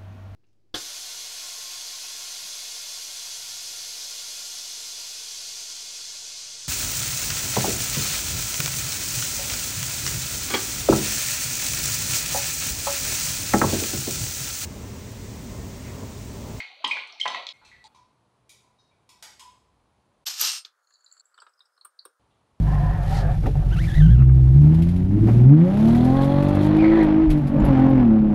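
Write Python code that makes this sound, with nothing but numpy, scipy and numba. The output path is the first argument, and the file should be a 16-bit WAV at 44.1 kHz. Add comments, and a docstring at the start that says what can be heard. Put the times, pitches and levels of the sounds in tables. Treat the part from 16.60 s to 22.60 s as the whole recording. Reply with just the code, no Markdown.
"""Kitchen scenes joined by hard cuts. First a spoon stirs thick juice in a glass jug, each blow exciting
its damped modes, close and then further off. At 3.7 s a steel funnel chatters into a bottle neck.
From 4 s juice trickles through it, and the resonances of the air column rise as the bottle fills.
At 5.6 s a wide scene closes on one faint clink. Throughout, a tiled room reverberates after every
blow; the wider scenes carry its air and a fridge hum."""
import sys
import numpy as np
from scipy import signal
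from scipy.fft import rfft, irfft
from scipy.io import wavfile
from scipy.ndimage import uniform_filter1d
from numba import njit

SR = 44100
rng = np.random.default_rng(int(sys.argv[2]) if len(sys.argv) > 2 else 0)


def pcm_store(signal):
    """Save signal as 16-bit PCM."""
    levels = np.round(np.clip(np.atleast_2d(signal), -1, 1) * 32767)
    wavfile.write(sys.argv[1], SR, levels.astype(np.int16).T)


N = 264600
T = np.arange(N) / SR


def jug():
    """Impact excitation: each spoon blow cracks and rings the modes near a favoured pitch and the crack."""
    # Modes of jug and spoon. Each row: frequency in Hz, level in dB, undamped t60 in seconds.
    modes = [(195, -6, 0.1), (285, -5, 0.47), (370.4, -9, 0.43), (509.7, -5, 0.16), (860, 7.5, 0.23),
             (1003, 8, 0.14), (1250, -7.5, 0.071), (1270, -7, 0.12), (1967, 4, 0.26), (2156, 6, 0.17),
             (2319, 8.5, 0.067), (2458, -2.5, .2), (2610, -3, 0.18), (3139, -0.5, 0.12), (3404, -3.5, 0.3),
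             (3777, 8, 0.079), (3900, -11, 0.08), (4276, 2, 0.17), (4980, -2, .12), (5193, -4, .15),
             (5840, -5, 0.043), (6026, 0, 0.12), (6000, -7.5, 0.033), (7700, -3, 0.11), (9400, -9.5, 0.089),
             (9750, -2.5, 0.075)]
    # Spoon blows. Each row: start in seconds, ring peak in dB, favoured pitch in Hz, contact in ms,
    # crack level in dB relative to the ring, crack centre in Hz, crack width in octaves.
    blows = [(.002, -17.5, 2205, 2.5, -6, 2140, 0.91), (.242, -14, 990, 1.23, -5.5, 900, 1.4),
             (0.245, -9, 3190, 2.65, -4, 3010, 0.53), (.277, -29.5, 7430, 0.23, 6.5, 6340, 0.43),
             (.310, -10.5, 2377, 5.3, -13.5, 2650, 0.69), (.366, -24, 1390, 4.5, 2.5, 1450, 0.87),
             (.385, -21.5, 2295, 12, -6, 2970, 0.24), (0.473, -44, 5800, 1.7, -4.5, 7000, .43),
             (0.524, -37, 6710, 0.833, 2, 4840, .27), (0.597, -23, 2136, 6.6, 0, 3930, 0.48),
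             (0.612, -8.5, 3130, 2.8, -22.5, 5140, 0.51), (.630, -29, 3160, 3.8, -19, 2820, 0.46),
             (.655, -14, 1060, 2.8, -1, 1130, 1.02), (.662, -12.5, 1084, 1.9, -4.5, 2354, .27),
             (.677, -16.5, 3582, 2.7, -9, 5320, 0.46), (0.703, -20.5, 1060, 0.89, -16, 2550, 1.3),
             (.745, -15, 1187, 2.3, -6, 1940, 0.8), (0.867, -19, 3540, 0.79, -1.5, 3700, 0.49),
             (0.889, -22.5, 3800, 1, 1, 3660, 0.37), (.933, -47.5, 2130, 5, -5, 3500, 1),
             (1.012, -46, 1320, 6.3, -2, 1120, 0.46), (1.048, -42, 2650, 3.1, -1, 4430, 0.66),
             (1.115, -37.5, 2020, 1.1, -22, 3000, 1.3), (1.241, -37.5, 884, 0.34, 5, 4400, 0.51),
             (1.346, -42, 1067, 3.3, -7.5, 4270, 0.79), (1.892, -41, 2330, 3.3, 6, 6200, 0.97),
             (2.029, -57.5, 1020, 5.7, -18, 2960, 1.6), (2.18, -56.5, 3910, 17.4, -7.5, 5300, 0.26),
             (2.31, -62, 2340, 4.9, -9.5, 3520, .19), (2.49, -43, 1024, 2.5, 5, 4940, 1.06),
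             (2.624, -37.5, 4900, 2.6, 12.5, 3470, 1.8), (2.794, -39, 1020, 2.4, 5.5, 4500, 1),
             (2.810, -39, 1042, 5.8, -20, 4120, 0.75), (5.699, -66, 3460, 13.6, 4, 3286, 0.24)]
    hz, db, t60 = np.transpose(modes)
    lifted_s, favour_width_hz = .93, 84
    out = np.zeros(N)
    for s, peak_db, favoured_hz, contact_ms, crack_db, crack_hz, octaves in blows:
        on_board = s <= lifted_s
        ring_share = .18 if on_board else .21 + .041 * contact_ms  # lifted, softer blows ring longer
        wake_db = -13.5 if on_board else -8
        favoured = bell(hz, favoured_hz, favour_width_hz / favoured_hz / np.log(2))
        woken = undb(crack_db + wake_db) * bell(hz, crack_hz, octaves)
        add(out, s, undb(peak_db) * ring(hz, (favoured + woken) * undb(db), t60 * ring_share, contact_ms))
        add(out, s, undb(peak_db + crack_db) * crack(crack_hz, octaves, .54 + .91 * contact_ms))
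        if on_board:
            thump = undb(-23.5) * bell(favoured_hz, 690, .5) * crack(240, .51, 9)  # low blows, on the board
            spray = undb(-46) * crack(10000, .45, 8)
            add(out, s, undb(peak_db) * (thump + spray))
    return butterworth(out, 2, 11500, "low")  # soften the blows above 11.5 kHz


def slosh():
    """Friction noise: juice and spoon rub the wall, louder as the stroke gains speed."""
    # Colour of the stirring noise as heard, dull above about 4.8 kHz.
    # Each row: frequency in Hz, gain in dB.
    spectrum = [(120, -60.5), (200, -23.5), (504, -13), (609, -17.5), (735, -7), (1250, -11), (1760, -20),
                (2440, 2), (2700, -5), (4440, 0), (5270, -35), (6050, -20), (7060, -39.5), (12000, -44),
                (15600, -81.5), (22000, -120)]
    # Stirring strokes. Each row: time of full speed in seconds, level in dB, fade in dB per second.
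    strokes = [(0, -38, 107.5), (.33, -37.5, 81), (0.768, -31.5, 243), (1.052, -62, 61)]
    rubbing = level(colour(clicks(1700, 1.5), spectrum), -4)
    churning = level(colour(fizz(35, 6), spectrum), -4)
    speed = sum(undb(swell(s, db, 123.5, 0, fade)) for s, db, fade in strokes)
    return (rubbing + churning + level(gurgles(), -18.5)) * speed * gate(0, 1.8)


def gurgles(count=40):
    """Bubble resonance: air pockets in the stirred juice ring as short tones that glide up."""
    out, t = np.zeros(N), np.arange(2500) / SR
    for when, pitch, size in rng.random((count, 3)):
        hz = 420 * 3.5 ** pitch
        glide = np.sin(2 * np.pi * hz * t * (1 + 3.6 * t))
        envelope = t * hz * np.exp(-t * hz / 4.6)
        add(out, .97 * when, undb(-12 * size) * glide * envelope)
    return out


def funnel():
    """Contact chatter: loose steel rattles and knocks on the glass lip, its modes singing until gripped."""
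    # Modes of the funnel. Each row: frequency in Hz, level in dB, t60 in seconds.
    modes = [(1250, -4, 0.09), (2680, 0.5, 0.14), (4000, -11, 0.21), (4430, -1.5, 0.238), (5070, -2.5, .3),
             (5600, -10.5, .25), (5672, -8, .25), (5780, -3, .25), (6360, -6.5, 0.22), (7060, -18.5, .3),
             (7420, -3, 0.1), (7920, -13.5, .3), (8620, 0, 0.62)]
    # Spectrum of the rattle. Each row: frequency in Hz, gain in dB.
    spectrum = [(150, -86), (250, -71.5), (372, -27), (604, -35), (694, -16), (1360, -7), (2030, -10),
                (2820, -1.5), (3710, -3), (5250, 4), (8970, -8), (9610, -17), (11800, -11.5), (15600, -30)]
    # Slides on the lip. Each row: time of the bite in seconds, level in dB, rise in dB per second,
    # hold in seconds, fade in dB per second.
    slides = [(3.667, -27.5, 2000, 0.0069, 109), (3.813, -22.5, 502, .068, 150.5),
              (4.053, -50, 3000, 0.0018, 704)]
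    # Hard knocks. Each row: start in seconds, peak in dB, relative sizzle in dB, centre in Hz,
    # contact in ms.
    knocks = [(3.666, -16.5, -19.5, 4500, 3.9), (3.682, -17.5, -28.5, 5000, 1.5),
              (3.805, -15, -2.5, 5200, 0.67), (3.813, -9.5, 5, 5300, 0.77), (3.823, -11.5, -19, 5200, .27),
              (3.83, -17.5, -20, 4400, 0.41), (3.844, -15.5, -24, 4400, .59),
              (3.86, -14.5, -21.5, 4400, .21), (3.877, -19.5, -19.5, 6500, 0.47),
              (4.048, -26, -42, 3600, 2.4)]
    hz, db, t60 = np.transpose(modes)
    let_go_s, settled_s, gripped_s, hand_s = 3.78, 3.985, 4.02, .05
    sizzle_hz, sizzle_width_hz = 12300., 2600.
    settling = undb(swell(0, 0, 0, settled_s, fade_db_s=450))
    sliding = sum(undb(swell(*row)) for row in slides[:2]) * settling + undb(swell(*slides[2]))
    chatter = clicks(9000, 1.8) * sliding * gate(3.657, 4.1)
    # The sizzle is bright as a slide bites, then duller.
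    bite = sum(undb(swell(s, -1.5, rise, 0, fade_db_s=203)) for s, _, rise, _, _ in slides[:2])
    sizzle = resonance(chatter, sizzle_hz, sizzle_width_hz) * (bite + undb(-21))
    free = np.clip(np.minimum(T - let_go_s, gripped_s - T) / hand_s + .5, 0, 1)
    song = signal.fftconvolve(chatter, ring(hz, undb(db), t60, .1, count=20000))[:N] * free
    out = undb(10) * colour(chatter, spectrum) + undb(8) * sizzle + undb(-27) * song
    for s, peak_db, sizzle_db, centre_hz, contact_ms in knocks:
        knock = crack(centre_hz, .43, contact_ms) + undb(sizzle_db) * crack(sizzle_hz, .12, 1.1)
        bottle_thud = undb(-34) * crack(420, .51, 6.04)
        add(out, s, undb(peak_db) * (knock + bottle_thud))
    return out


def bottle():
    """Air-column resonance: stream and drops excite tones that rise as the filling shortens the column."""
    # Column resonances. Each row: time in seconds, middle tone in Hz, upper tone in Hz.
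    column = [(4.25, 4380, 6780), (4.62, 4440, 7450), (4.75, 5050, 7820), (5.15, 5090, 8520),
              (5.6, 5666, 9160)]
    # Strength of the stream. Each row: time in seconds, then neck, middle and upper tone levels in dB.
    trickle = [(4.05, -56.5, -83, -84), (4.1, -73.5, -101.5, -95.5), (4.28, -82.5, -75.5, -78),
               (4.57, -73, -72, -72.5), (4.68, -77.5, -89, -74.5), (4.826, -65, -84, -72.5),
               (4.98, -80.5, -78, -83), (5.2, -82, -82, -80), (5.36, -77, -88, -86), (5.46, -70, -82, -82),
               (5.595, -88, -97, -90)]
    # Big drops. Each row: start in seconds, middle tone in dB and in Hz, upper tone in dB,
    # glug in dB and in Hz.
    big_drops = [(4.271, -59, 4370, -63, -69.5, 1402), (4.305, -61, 4360, -57, -57, 1440),
                 (4.324, -55, 4450, -70, -73, 1306), (4.338, -55, 4400, -58, -75, 1477),
                 (4.356, -49, 4270, -75, -69, 1330), (4.405, -71, 4420, -57, -64, 1415),
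                 (4.443, -70, 4570, -46.5, -72, 1370), (4.462, -44, 4270, -70, -63, 1480),
                 (4.513, -48.5, 4420, -72, -69, 1460), (4.523, -69, 4500, -40.5, -77, 1350),
                 (4.535, -59, 4500, -50, -67, 1380), (4.576, -53, 4460, -54, -69, 1137),
                 (4.596, -45, 4400, -45.5, -73, 1520), (4.605, -45.5, 4430, -51, -64, 1410),
                 (4.654, -77, 4540, -46, -66, 1427), (4.742, -48, 4510, -56, -52.5, 1393),
                 (4.776, -50.5, 3700, -53, -41.5, 1318), (4.786, -45, 3180, -60, -43.5, 1153),
                 (4.801, -39.5, 4860, -47.5, -55, 1330), (4.818, -59, 4150, -43, -36.5, 1180),
                 (4.865, -60, 4050, -67, -38.5, 1270), (4.991, -49, 4990, -61.5, -58, 1364),
                 (5.005, -41, 3740, -73.5, -56, 1250), (5.054, -53, 5070, -80, -60, 1067),
                 (5.176, -53, 4200, -65.5, -53, 1283), (5.211, -39, 4210, -61, -54, 1164),
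                 (5.248, -69, 5390, -34, -38.5, 1255), (5.251, -65, 5300, -37.5, -42, 1214),
                 (5.39, -28, 4340, -68.5, -70, 1430), (5.451, -48, 3730, -34.5, -36.5, 1260),
                 (5.456, -48.5, 5370, -42, -41, 415)]
    middle_hz, upper_hz = curves(column)
    neck_db, middle_db, upper_db = curves(trickle)
    # Each row: centre in Hz, width in Hz, sputter depth in dB, level in dB.
    tones = ((1400., 600., 3.5, neck_db), (middle_hz, 300., 5.5, middle_db),
             (upper_hz, 800., 5.5, upper_db), (10700., 1200., 5., upper_db - 11.5))
    out = sum(level(resonance(fizz(70, depth), hz, width), db) for hz, width, depth, db in tones)
    out *= gate(4.05, 5.595)
    drips_per_s, above_stream_db, scatter_db = 16, 12, 7.5
    drips = []
    for slot in np.arange(4.27, 5.2, 1 / drips_per_s):
        s = slot + rng.random() / drips_per_s
        i = int(s * SR)
        lift_db = above_stream_db + scatter_db * rng.standard_normal(3)
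        glug_hz = 1350 * (1 + .05 * rng.standard_normal())
        drips.append((s, middle_db[i] + lift_db[0], middle_hz[i], upper_db[i] + lift_db[1],
                      neck_db[i] + lift_db[2], glug_hz))
    for s, *voicing in big_drops + drips:
        add(out, s, drop(*voicing, upper_hz[int(s * SR)]))
    return out


def drop(middle_db, middle_hz, upper_db, glug_db, glug_hz, upper_hz):
    """Impulse excitation: one drop splats into the tones of the air column and glugs below them."""
    splat = undb(middle_db) * crack(middle_hz, .076, 2.27) + undb(upper_db) * crack(upper_hz, .071, 2.6)
    glug = crack(glug_hz, .25, 3.32)
    splash = undb(-11.5) * crack(3240, .45, 4.1)
    plop = undb(-18) * crack(493, .74, 6.1)
    spray = undb(upper_db - 11.5 + 2.6 * (upper_db + 37)) * crack(12400, .46, 2.9)  # only big drops spray
    return splat + undb(glug_db) * (glug + splash + plop) + spray


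def room(x, t60):
    """Reverberation: dense reflections off tiles decay exponentially, the treble sooner."""
    t = np.arange(SR) / SR
    reflections = rng.standard_normal(SR) * np.clip(t / .006, 0, 1)
    low = butterworth(reflections, 1, 7000, "low")
    tail = low * undb(-60 * t / t60) + (reflections - low) * undb(-60 * t / (.42 * t60))
    return signal.fftconvolve(x, tail / 20)[:N]


def air():
    """Broadband background noise: room air and rumble in wide scenes, a thin hiss mainly in close ones."""
    # Spans of open air and of thin air. Each row: start in seconds, end in seconds.
    wide_spans = [(.931, 3.642), (5.596, 6.01)]
    thin_spans = [(0, 1.4), (3.655, 5.595)]
    # Spectra of open air and of thin air. Each row: frequency in Hz, gain in dB.
    open_spectrum = [(15, -33), (25, -22), (119, -3.5), (156, -8), (510, -12.5), (1030, -11.5), (1670, -23),
                     (3450, -27), (4170, -27), (5170, -32), (7750, -34.5), (9870, -32), (15600, -64)]
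    thin_spectrum = [(60, -46), (285, -29.5), (510, -11.5), (870, -13.5), (1390, -3), (2400, -30),
                     (4000, -23.5), (9000, -25.5), (15600, -33.5)]
    # Course of the low rumble. Each row: time in seconds, gain in dB.
    rumble_course = [(.93, -81), (1.17, -64), (1.3, -79), (2.2, -80), (2.7, -77), (3.14, -69.5),
                     (3.3, -73.5), (5.6, -76.5), (6, -77.5)]
    rumble_db, = curves(rumble_course)
    rumble = level(bandpass(fizz(8, 2.6), np.full(N, 66.), 25.), rumble_db + .41)
    open_air = level(colour(rng.standard_normal(N), open_spectrum), -68.5)
    hiss = level(colour(rng.standard_normal(N), thin_spectrum), -75.5)
    wide = sum(gate(*span) for span in wide_spans)
    thin = sum(gate(*span) for span in thin_spans)
    return (open_air + rumble) * wide + hiss * thin


def fridge():
    """Narrow-band noise: a band under one hertz wide is heard as a wavering hum."""
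    # Spells of hum. Each row: start in seconds, end in seconds, frequency in Hz, level in dB.
    hums = [(0.94, 2.717, 121, -76), (5.596, 6.01, 109.9, -74.5)]
    return sum(level(bandpass(rng.standard_normal(N), np.full(N, float(hz)), .7), db) * gate(start, end)
               for start, end, hz, db in hums)


def ring(hz, gain, t60, contact_ms, count=8000):
    """Modal superposition: damped sines that build up while the contact lasts, scaled to peak 1."""
    t = np.arange(count) / SR
    phase = rng.uniform(0, 2 * np.pi, (len(hz), 1))
    decay = np.exp(-np.log(1000) * t / np.reshape(t60, (-1, 1)))
    onset = np.sin(np.pi / 2 * np.minimum(t * 1000 / contact_ms, 1)) ** 2
    x = gain @ (np.sin(2 * np.pi * np.outer(hz, t) + phase) * decay) * onset
    return x / np.abs(x).max()


def crack(hz, octaves, ms, count=2048):
    """A band-limited transient: a noise burst of peak 1 whose envelope crests after ms."""
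    f = np.arange(count // 2 + 1) * SR / count + 1
    age = np.arange(count) * 1000 / SR / ms
    band = irfft(rfft(rng.standard_normal(count)) * bell(f, hz, octaves), count)
    x = band * age ** 2 * np.exp(-2 * age)
    return x / np.abs(x).max()


def clicks(per_s, scatter_db):
    """Stick-slip friction: irregular impulses of scattered size."""
    slips = rng.random(N) < per_s / SR
    return slips * rng.standard_normal(N) * undb(scatter_db * rng.exponential(1, N))


def fizz(per_s, depth_db):
    """Random amplitude modulation: noise sputters as its level jumps."""
    step = int(SR / per_s)
    jumps = uniform_filter1d(np.repeat(rng.standard_normal(N // step + 1), step), step // 2)[:N]
    return rng.standard_normal(N) * undb(depth_db * jumps)


@njit
def bandpass(x, hz, width_hz):
    """A state-variable resonator with a moving centre."""
    out, band, low = np.empty(len(x)), 0., 0.
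    for i in range(len(x)):
        tuning, damping = np.tan(np.pi * hz[i] / SR), width_hz / hz[i]
        v = (band + tuning * (x[i] - low)) / (1 + tuning * (tuning + damping))
        band, low = 2 * v - band, low + 2 * tuning * v
        out[i] = damping * v
    return out


def resonance(x, hz, width_hz):
    """Two resonators in cascade, for steeper skirts."""
    centre = np.full(N, hz)
    return bandpass(bandpass(x, centre, width_hz), centre, width_hz)


def butterworth(x, order, hz, kind):
    """A maximally flat low-pass or high-pass."""
    return signal.sosfilt(signal.butter(order, hz, kind, fs=SR, output="sos"), x)


def colour(x, spectrum):
    """Spectral shaping by (Hz, dB) points."""
    hz, db = np.transpose(spectrum)
    f = np.arange(len(x) // 2 + 1) * SR / len(x) + 1
    return irfft(rfft(x) * undb(np.interp(np.log(f), np.log(hz), db)), len(x))


def bell(hz, centre_hz, octaves):
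    """A bell-shaped weight over log frequency."""
    return np.exp(-.5 * (np.log2(hz / centre_hz) / octaves) ** 2)


def swell(s, db, rise_db_s, hold_s, fade_db_s):
    """An envelope in dB that rises until s, holds and fades."""
    return db - rise_db_s * np.maximum(s - T, 0) - fade_db_s * np.maximum(T - s - hold_s, 0)


def gate(start, end):
    """A time window with 2 ms edges."""
    return np.clip(np.minimum(T - start, end - T) / .002 + 1, 0, 1)


def curves(table):
    """Linear interpolation of each column against the times in the first."""
    times, *columns = np.transpose(table)
    return [np.interp(T, times, column) for column in columns]


def add(out, s, x):
    """Superpose a short sound at s seconds."""
    i = int(s * SR)
    out[i:i + len(x)] += x[:len(out) - i]


def level(x, db):
    """Scale to unit rms, then by a gain in dB."""
    return x * undb(db) / np.sqrt(np.mean(x ** 2))


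def undb(db):
    """Decibels to amplitude ratio."""
    return 10 ** (np.asarray(db) / 20)


def scene():
    """The ratio of direct to reverberant sound sets each scene's distance; a cut ends its echo too."""
    # Each row: start and end in seconds, direct gain in dB, room gain in dB, room t60 in seconds.
    scenes = [(0, 0.925, -5.5, -11, 0.42), (0.922, 1.277, -7.5, -5, 0.56), (1.254, 3.642, -7, -4.5, 0.52),
              (3.655, 4.252, -2.5, -10, 0.14), (4.258, 4.614, -1.5, -9, 0.19), (4.638, 5.595, -5, -9, 0.13),
              (5.597, 6.008, -8.5, -11, 0.56)]
    sources = butterworth(funnel() + bottle(), 4, 300, "high")  # small objects radiate no bass
    sources += butterworth(jug() + slosh(), 3, 190, "high")
    out = air() + fridge()
    for start, end, direct_db, room_db, t60 in scenes:
        window = gate(start, end)
        direct = sources * window
        out += (undb(direct_db) * direct + undb(room_db) * room(direct, t60)) * window
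    return out[None]


def record(dry):
    """Band limiting: the phone drops the deepest bass and cuts the top."""
    top_cut = signal.ellip(10, .2, 80, 15650, fs=SR, output="sos")
    return signal.sosfilt(top_cut, butterworth(dry, 2, 38, "high"))


dry = scene()
out = record(dry)
pcm_store(out)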